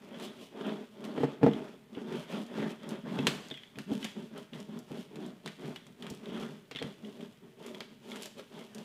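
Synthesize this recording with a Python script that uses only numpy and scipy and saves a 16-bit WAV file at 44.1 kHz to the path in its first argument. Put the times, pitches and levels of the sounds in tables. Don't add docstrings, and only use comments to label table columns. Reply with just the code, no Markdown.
import sys
import numpy as np
from scipy import signal
from scipy.fft import rfft, irfft, next_fast_len
from scipy.io import wavfile
from scipy.ndimage import uniform_filter1d

SR = 44100
rng = np.random.default_rng(int(sys.argv[2]) if len(sys.argv) > 2 else 0)


def dump_mix(stems):
    frames = np.atleast_2d(stems).T
    limited = np.clip(frames, -1, 1)
    pcm = np.round(limited * 32767).astype(np.int16)
    wavfile.write(sys.argv[1], SR, pcm)


N = 389844
T = np.arange(N) / SR


def gain(db):
    return 10 ** (np.asarray(db) / 20)


def unit(x):
    return x / np.sqrt(np.mean(x ** 2))


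def peak(x, db):
    return x * gain(db) / np.abs(x).max()


def add(track, start, sound):
    i = int(start * SR)
    track[i:i + len(sound)] += sound[:N - i]


def lookup(points, hz):
    pitches, values = np.transpose(points)
    return np.interp(np.log(np.maximum(hz, 1)), np.log(pitches), values)


def colour(x, tone, size=2048):
    curve = gain(lookup(tone, np.fft.rfftfreq(size, 1 / SR)))
    cepstrum = irfft(np.log(curve))
    cepstrum[1:size // 2] *= 2
    cepstrum[size // 2:] = 0
    response = irfft(np.exp(rfft(cepstrum)))
    return signal.fftconvolve(x, response)[:len(x)]


def bands(x, centres):
    size = next_fast_len(len(x), real=True)
    spectrum, hz = rfft(x, size), np.fft.rfftfreq(size, 1 / SR)
    shares = [lookup(np.c_[centres, row], hz) for row in np.eye(len(centres))]
    return [irfft(spectrum * share, size)[:len(x)] for share in shares]


def fade(fade_s):
    return np.exp(-np.log(1000) * T[:SR // 2] / fade_s)


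def ring(hz, fade_s):
    return np.cos(2 * np.pi * hz * T[:SR // 2]) * fade(fade_s)


def burst(fade_s):
    return rng.standard_normal(SR // 2) * fade(fade_s)


def wander(rate):
    hold = int(SR / rate)
    steps = np.repeat(rng.standard_normal(N // hold + 1), hold)
    return unit(uniform_filter1d(steps, hold)[:N])


def grains(rate, spread_db):
    size = gain(spread_db * np.minimum(rng.standard_exponential(N), 2 * np.pi))
    return unit((rng.random(N) < rate / SR) * size * rng.standard_normal(N))


# pitch in Hz, level in dB.
AIR_TONE = [(25, 4), (60, -5), (130, 19), (220, 5.5), (450, 1), (1000, -5), (2200, 0.5), (3300, -8),
            (5000, -11.5), (15000, -14.5)]

def room_air():
    return unit(colour(rng.standard_normal(N), AIR_TONE)) * gain(-67)


# pitch in Hz, fade time in seconds.
ECHO_FADES = [(100, 0.6), (400, 0.52), (1500, 0.67), (3500, 0.66), (8000, 0.57), (15000, 0.35)]

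def with_echo(x, echo_db):
    centres, fade_times = np.transpose(ECHO_FADES)
    noise_bands = bands(rng.standard_normal(SR // 2), centres)
    tail = sum(band * fade(fade_s) for band, fade_s in zip(noise_bands, fade_times))
    tail *= np.clip(T[:len(tail)] / 0.0086, 0, 1)
    return x + gain(echo_db) * signal.fftconvolve(x, tail / np.linalg.norm(tail))[:N]


# start and length in seconds, first and last pitch in Hz, level in dB.
AXLE_SQUEAKS = [(3.501, .19, 3670, 3040, -46.5), (6.757, 0.094, 3450, 3370, -43.5)]

def axle_squeaks():
    out = np.zeros(N)
    for start, length, first_hz, last_hz, db in AXLE_SQUEAKS:
        n = int(length * SR)
        progress = T[:n] / length
        hz = first_hz + (last_hz - first_hz) * np.sqrt(progress)
        hz *= 1 + 0.018 * wander(500)[:n]
        swell = np.minimum(progress / 0.038, 1) * (1 - progress) * np.exp(-1.5 * progress)
        grip = gain(db + 4 * wander(247)[:n])
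        add(out, start, grip * swell * np.sin(2 * np.pi * np.cumsum(hz) / SR))
    return out


# pitch in Hz, fade time in seconds, level in dB.
FRAME_NOTES = [(1550, 0.022, -15), (2094, 0.042, -1), (2850, 0.037, -20), (3264, 0.053, 24),
               (3480, 0.015, 1), (3970, .02, -24)]
# pitch in Hz, level in dB.
SCRAPE_TONE = [(300, -15), (1200, -11), (2000, 1.5), (2700, -6.5), (3350, 7), (4300, -14), (6000, -20),
               (14000, -40)]
# start in seconds, level in dB, a number that multiplies the frame's pitches.
AXLE_CLACKS = [(.144, -43.5, 0.96), (1.534, -35.5, 1), (1.95, -42.5, 0.9), (2.619, -39, 0.96),
               (2.699, -40, 0.77), (3.189, -27.5, 0.81), (3.502, -37, 1.3), (3.512, -32.5, 1.12),
               (3.541, -36.5, 0.89), (3.575, -38.5, 0.75), (3.634, -39, 0.92), (3.757, -42, 0.76),
               (4.028, -33.5, 0.92), (4.045, -31.5, 1.1), (4.533, -36.5, 0.88), (5.76, -33, 0.9),
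               (6.024, -34.5, 0.96), (6.258, -37, 1.1), (6.345, -37.5, 1.02), (6.428, -38, 1.0),
               (6.712, -39.5, 0.85), (6.75, -34, 0.66), (6.76, -27, 0.92), (6.768, -34, 0.84),
               (6.788, -31, 1.1), (6.798, -38, 1.3), (6.826, -32, 0.99), (7.047, -42, 0.89),
               (7.208, -42, 0.98), (7.747, -36, 1), (7.807, -36, 0.99), (8.117, -33.5, 1.05)]

def axle_clacks():
    out = np.zeros(N)
    for start, db, pitch in AXLE_CLACKS:
        frame = sum(gain(note_db + 2 * rng.standard_normal()) * ring(hz * pitch, fade_s)
                    for hz, fade_s, note_db in FRAME_NOTES)
        contact = burst(0.0061)
        contact[0] += 6
        ringing = signal.fftconvolve(frame, contact)[:len(frame)]
        scrape = colour(burst(0.023) + gain(-15.5) * burst(0.43), SCRAPE_TONE)
        add(out, start, peak(unit(ringing) + gain(3) * unit(scrape), db - 0.5))
    return out


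# pitch in Hz, level in dB.
KNOCK_TONE = [(100, -15), (400, -3), (900, -2), (1400, -1), (2000, -2.5), (2900, 1.5), (4200, -3.5),
              (5500, -10), (7500, -11.5), (10000, -18.5), (15500, -27)]

def frame_knock(start, db):
    out = np.zeros(N)
    crack = burst(0.0081)
    crack[0] = -5
    bounce = burst(0.0053)
    rattle = burst(0.055) + gain(-8) * burst(0.27) + gain(-19) * burst(0.88)
    add(out, start, peak(colour(crack, KNOCK_TONE), db))
    add(out, start + 0.003, peak(colour(bounce, KNOCK_TONE), db - 5.5))
    add(out, start + 0.0011, peak(colour(rattle, KNOCK_TONE), db - 9))
    return out


# pitch in Hz, level in dB.
SNAP_HIGH_TONE = [(1500, -15.5), (4000, 2.5), (7000, 2), (10000, -3.5), (15500, -14)]
SNAP_MID_TONE = [(150, -57), (500, 7), (1500, 8.5), (3400, 7.5), (5000, -2), (12000, -41)]
# start in seconds, level in dB, extra dB for the middle part.
PAPER_SNAPS = [(0.1987, -42, 5.5), (0.2266, -42, -3), (1.041, -42.5, 4), (2.4646, -44, -20),
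               (2.832, -45.5, 4), (2.8902, -36, -9), (3.485, -41, -5), (3.786, -34, 3), (4.044, -30, 0),
               (4.0491, -33, 3.5), (4.378, -38.5, -19), (4.6023, -39, -11), (4.7897, -39, -25),
               (5.157, -44, 1.5), (5.2626, -42, -19), (5.4597, -37, 7.5), (5.476, -36, 6), (5.7598, -41, 7),
               (5.8667, -46, 3.5), (6.0245, -43.5, 9), (6.0664, -38.5, 8), (6.1, -38, -13),
               (6.1484, -44.5, -18), (6.399, -41, -18), (6.7121, -37, 6), (6.8248, -36, 9.5),
               (7.6632, -38.5, -7), (7.805, -36.5, 6.5), (8.1582, -36.5, 1.5), (8.223, -31, -10),
               (8.2318, -31.5, -11), (8.2571, -30.5, -7.5), (8.3958, -43, 3), (8.7474, -37, -15),
               (8.7821, -41, 0.5)]

def paper_snaps():
    out = np.zeros(N)
    for start, db, mid_db in PAPER_SNAPS:
        high = colour(burst(0.0023) + gain(-14.5) * burst(0.05), SNAP_HIGH_TONE)
        mid = colour(burst(0.0051) + gain(-14.5) * burst(0.11), SNAP_MID_TONE)
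        add(out, start + 0.0006, peak(high, db + 0.5) + peak(mid, db + mid_db - 0.5))
    return out


# pitch in Hz, level in dB.
WOOD_TONE = [(30, -37), (95, -20.5), (135, -2), (250, 4), (450, -0.5), (540, -9), (650, -4), (880, -9),
             (1000, -9), (2200, -8), (6000, -12.5)]
# start in seconds, level in dB, contact time in milliseconds.
BOARD_THUMPS = [(1.177, -24, 0.5), (1.206, -23.5, 1.9), (1.234, -16, 0.86), (1.241, -25.5, 0.42),
                (1.414, -30, 1.7), (1.4312, -12, 0.86), (1.438, -13, 1.4), (1.464, -10.5, 0.86),
                (1.479, -19.5, 0.71), (1.972, -29.5, 2.2), (2.584, -26.5, 0.8), (3.06, -35, 1.2),
                (3.19, -22.5, 2.1), (3.271, -22, 2), (3.511, -36, 1.6), (3.775, -35.5, 3.5),
                (3.917, -23.5, 2), (4.908, -34, 2.1), (5.459, -36, 1.3), (5.642, -36.5, 2.5),
                (6.111, -34.5, 12), (6.712, -39.5, 0.71), (6.75, -38, 2.7), (6.817, -28.5, 0.86),
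                (6.842, -32.5, 4.6), (7.047, -50, 1.8), (7.805, -36, 0.32)]

def board_thumps():
    out = np.zeros(N)
    for start, db, contact_ms in BOARD_THUMPS:
        notes = sum((-1) ** k * gain(note_db + 1.5 * rng.standard_normal()) * ring(hz, fade_s * 0.77)
                    for k, (hz, fade_s, _, note_db) in enumerate(PANEL_NOTES))
        body = unit(notes) + gain(-1) * unit(colour(burst(0.072), WOOD_TONE))
        progress = T[:SR // 50] * 1000 / contact_ms
        push = progress * np.exp(-5 * progress)
        add(out, start, peak(signal.fftconvolve(body, push), db + 0.068))
    return out


# pitch in Hz, level in dB.
CRACKLE_TONE = [(800, -29), (3000, 11), (4500, 1.5), (7500, -3), (9000, -5), (11500, -7), (15500, -16)]
# start and length in seconds, level in dB.
STICKY_PATCHES = [(0.186, 0.12, -52.5), (1.035, 0.059, -54.5), (1.19, .07, -57.5), (2.143, 0.13, -55),
                  (2.302, 0.054, -54), (2.395, .06, -57), (2.685, 0.056, -58), (2.884, .06, -52.5),
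                  (3.986, 0.085, -58), (4.592, 0.046, -59), (6.394, .08, -57), (7.662, .05, -59),
                  (8.15, .05, -54), (8.212, 0.081, -51), (8.37, .05, -55)]

def glue_crackle(crackle_power):
    power = np.interp(T - 0.014, T, crackle_power)
    for start, length, db in STICKY_PATCHES:
        tear = np.interp(T[:int(length * SR)] / length, [0, 0.31, 1], [0, 1, 0])
        add(power, start, (gain(db) * tear) ** 2)
    threads = grains(rate=4500, spread_db=2.5) + gain(-6) * grains(rate=70, spread_db=1.3)
    return unit(colour(threads, CRACKLE_TONE)) * np.sqrt(power) * gain(1 + 2 * wander(35))


# pitch in Hz, level in dB.
RUB_TONE = [(150, -36), (400, 10.5), (700, 1), (1100, 2.5), (1700, -1), (2400, -4), (2900, -4), (3350, 0.5),
            (3900, -11), (5500, -17.5), (15000, -37)]

def paper_rub(rub_db):
    scuffs = colour(grains(rate=5000, spread_db=2), RUB_TONE)
    centres = np.geomspace(400, 5000, 16)
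    rub = sum(band * gain(2.76 * wander(22)) for band in bands(scuffs, centres))
    return unit(rub) * gain(rub_db - 4 + 1.4 * wander(45))


# start, time speeding up and time slowing down in seconds,
# then the levels of rumble, rubbing and crackle at top speed in dB.
ROLLER_STROKES = [(-0.09, 0.33, 0.16, -43.5, -47.0, -66), (0.25, 0.17, 0.083, -50, -54, -60),
                  (0.478, 0.2, 0.237, -37.5, -42, -63), (0.899, 0.2, 0.11, -39.5, -46.0, -66.0),
                  (1.1, 0.082, 0.29, -39.5, -43, -75), (1.395, 0.041, 0.23, -31, -42, -73),
                  (1.504, 0.049, 0.29, -41, -46.5, -67), (1.872, 0.12, 0.33, -42.5, -50, -70),
                  (2.01, 0.14, 0.14, -37.0, -42.5, -64), (2.235, 0.11, 0.16, -36.5, -41, -58.5),
                  (2.444, 0.17, 0.18, -35.5, -40, -61), (2.751, 0.18, 0.12, -40.5, -45.5, -67),
                  (3.014, 0.063, 0.039, -35, -45.5, -69), (3.04, 0.12, 0.4, -34.5, -41.0, -58.5),
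                  (3.715, 0.074, 0.093, -46.5, -55, -63), (3.849, 0.074, 0.095, -33.0, -46.0, -58),
                  (3.926, 0.098, 0.136, -40.5, -49, -55.5), (4.118, 0.071, 0.14, -41, -51.0, -66),
                  (4.271, 0.11, 0.1, -41, -49, -64.0), (4.514, 0.024, 0.17, -39.5, -48, -62.5),
                  (4.642, 0.102, 0.11, -41.5, -50, -65), (4.837, 0.111, 0.14, -41.5, -50.0, -60),
                  (5.056, 0.15, 0.21, -40.5, -50.5, -68.0), (5.4, 0.072, 0.11, -47.5, -52.5, -66),
                  (5.55, 0.11, 0.16, -38.5, -46, -60.5), (5.833, 0.037, 0.13, -51.5, -62.0, -86),
                  (5.944, 0.12, 0.17, -44, -49.5, -62), (6.13, 0.25, 0.26, -36.5, -45.0, -62.5),
                  (6.763, 0.094, 0.12, -44.5, -50.0, -64.5), (6.912, 0.17, 0.145, -47.0, -55.5, -68.5),
                  (7.08, 0.14, 0.16, -46.0, -55.5, -63.5), (7.407, 0.032, 0.088, -48.5, -58, -75.5),
                  (7.535, 0.13, 0.28, -47.5, -50, -61.5), (7.856, 0.067, 0.049, -58, -59.5, -69),
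                  (7.98, 0.17, 0.21, -48.0, -47.5, -58.5), (8.335, 0.057, 0.1, -51.0, -52.5, -70),
                  (8.485, 0.095, 0.14, -46.5, -49, -61.0), (8.674, 0.12, 0.085, -48, -51.5, -62.0)]

def roller_strokes():
    resting_db = (-62, -68.5, -76)
    speed_exponents = (1.76, 1.67, 1.15)
    roundness = 1.26
    power = np.outer(gain(resting_db) ** 2, np.ones(N))
    for start, rise, fall, *top_db in ROLLER_STROKES:
        end = start + rise + fall
        moving = (T > start) & (T < end)
        speed = 1 - np.interp(T[moving], [start, start + rise, end], [1, 0, 1]) ** roundness
        for layer, db, exponent in zip(power, top_db, speed_exponents):
            layer[moving] += (gain(db) * np.abs(speed) ** exponent) ** 2
    return power


# time in seconds, extra level in dB.
BASS_CHANGES = [(0, -5), (1.0, -6), (2.1, 2), (3.3, 2), (4.3, -1), (5.2, 2.5), (6.5, 2.5), (7.2, -3.5),
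                (8.0, 4), (8.8, -3.5)]
# pitch in Hz, fade time in seconds when rolled on,
# level in dB when rolled on, level in dB when thumped.
PANEL_NOTES = [(68.4, 0.27, -25, -43), (144.9, 0.26, -9.5, -3), (179.8, 0.08, -2.5, -36),
               (208.9, 0.17, 0.5, -4), (243.3, 0.11, -4, 2), (276.2, 0.12, -8, 7.5),
               (314, 0.066, -10, -4.5), (367.6, 0.076, -7.5, 8), (400.6, 0.077, -7, 4),
               (458, 0.079, -15.5, 11), (549, 0.05, -12, -0.5), (640.7, 0.11, -15, 3.5),
               (718, 0.089, -18.5, -3.5), (779, 0.05, -20, 2.5), (880.4, 0.12, -21.5, -1.5)]

def roller_rumble(rumble_db, rub_db):
    out = np.zeros(N)
    lumps = grains(rate=1500, spread_db=2)
    lightness_db = rub_db - rumble_db + 7.5
    for hz, fade_s, db, _ in PANEL_NOTES:
        highness = np.clip(0.9 * np.log2(hz / 210), -0.6, 1.1)
        drive_db = rumble_db - 5 + lightness_db * highness
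        if hz < 190:
            drive_db += np.interp(T, *np.transpose(BASS_CHANGES))
        drive = signal.sosfilt(signal.butter(1, [hz / 2, hz * 2], "band", fs=SR, output="sos"), lumps)
        note = unit(signal.fftconvolve(drive, ring(hz, fade_s))[:N])
        out += rng.choice([-1, 1]) * note * gain(db + drive_db + 2.52 * wander(9))
    return out


def scene():
    rumble_power, rub_power, crackle_power = roller_strokes()
    rumble_db, rub_db = 10 * np.log10([rumble_power, rub_power])
    board = with_echo(roller_rumble(rumble_db, rub_db) + board_thumps(), echo_db=-15.5)
    board = signal.sosfilt(signal.butter(1, 85, "high", fs=SR, output="sos"), board)
    surface = paper_rub(rub_db) + glue_crackle(crackle_power) + paper_snaps() + axle_squeaks()
    surface = with_echo(surface, echo_db=-10.5)
    return (board + surface + room_air() + axle_clacks() + frame_knock(start=3.2695, db=-8))[None]


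def record(dry):
    return signal.sosfilt(signal.ellip(10, 0.2, 70, 15500, fs=SR, output="sos"), dry)


dry = scene()
out = record(dry)
dump_mix(out)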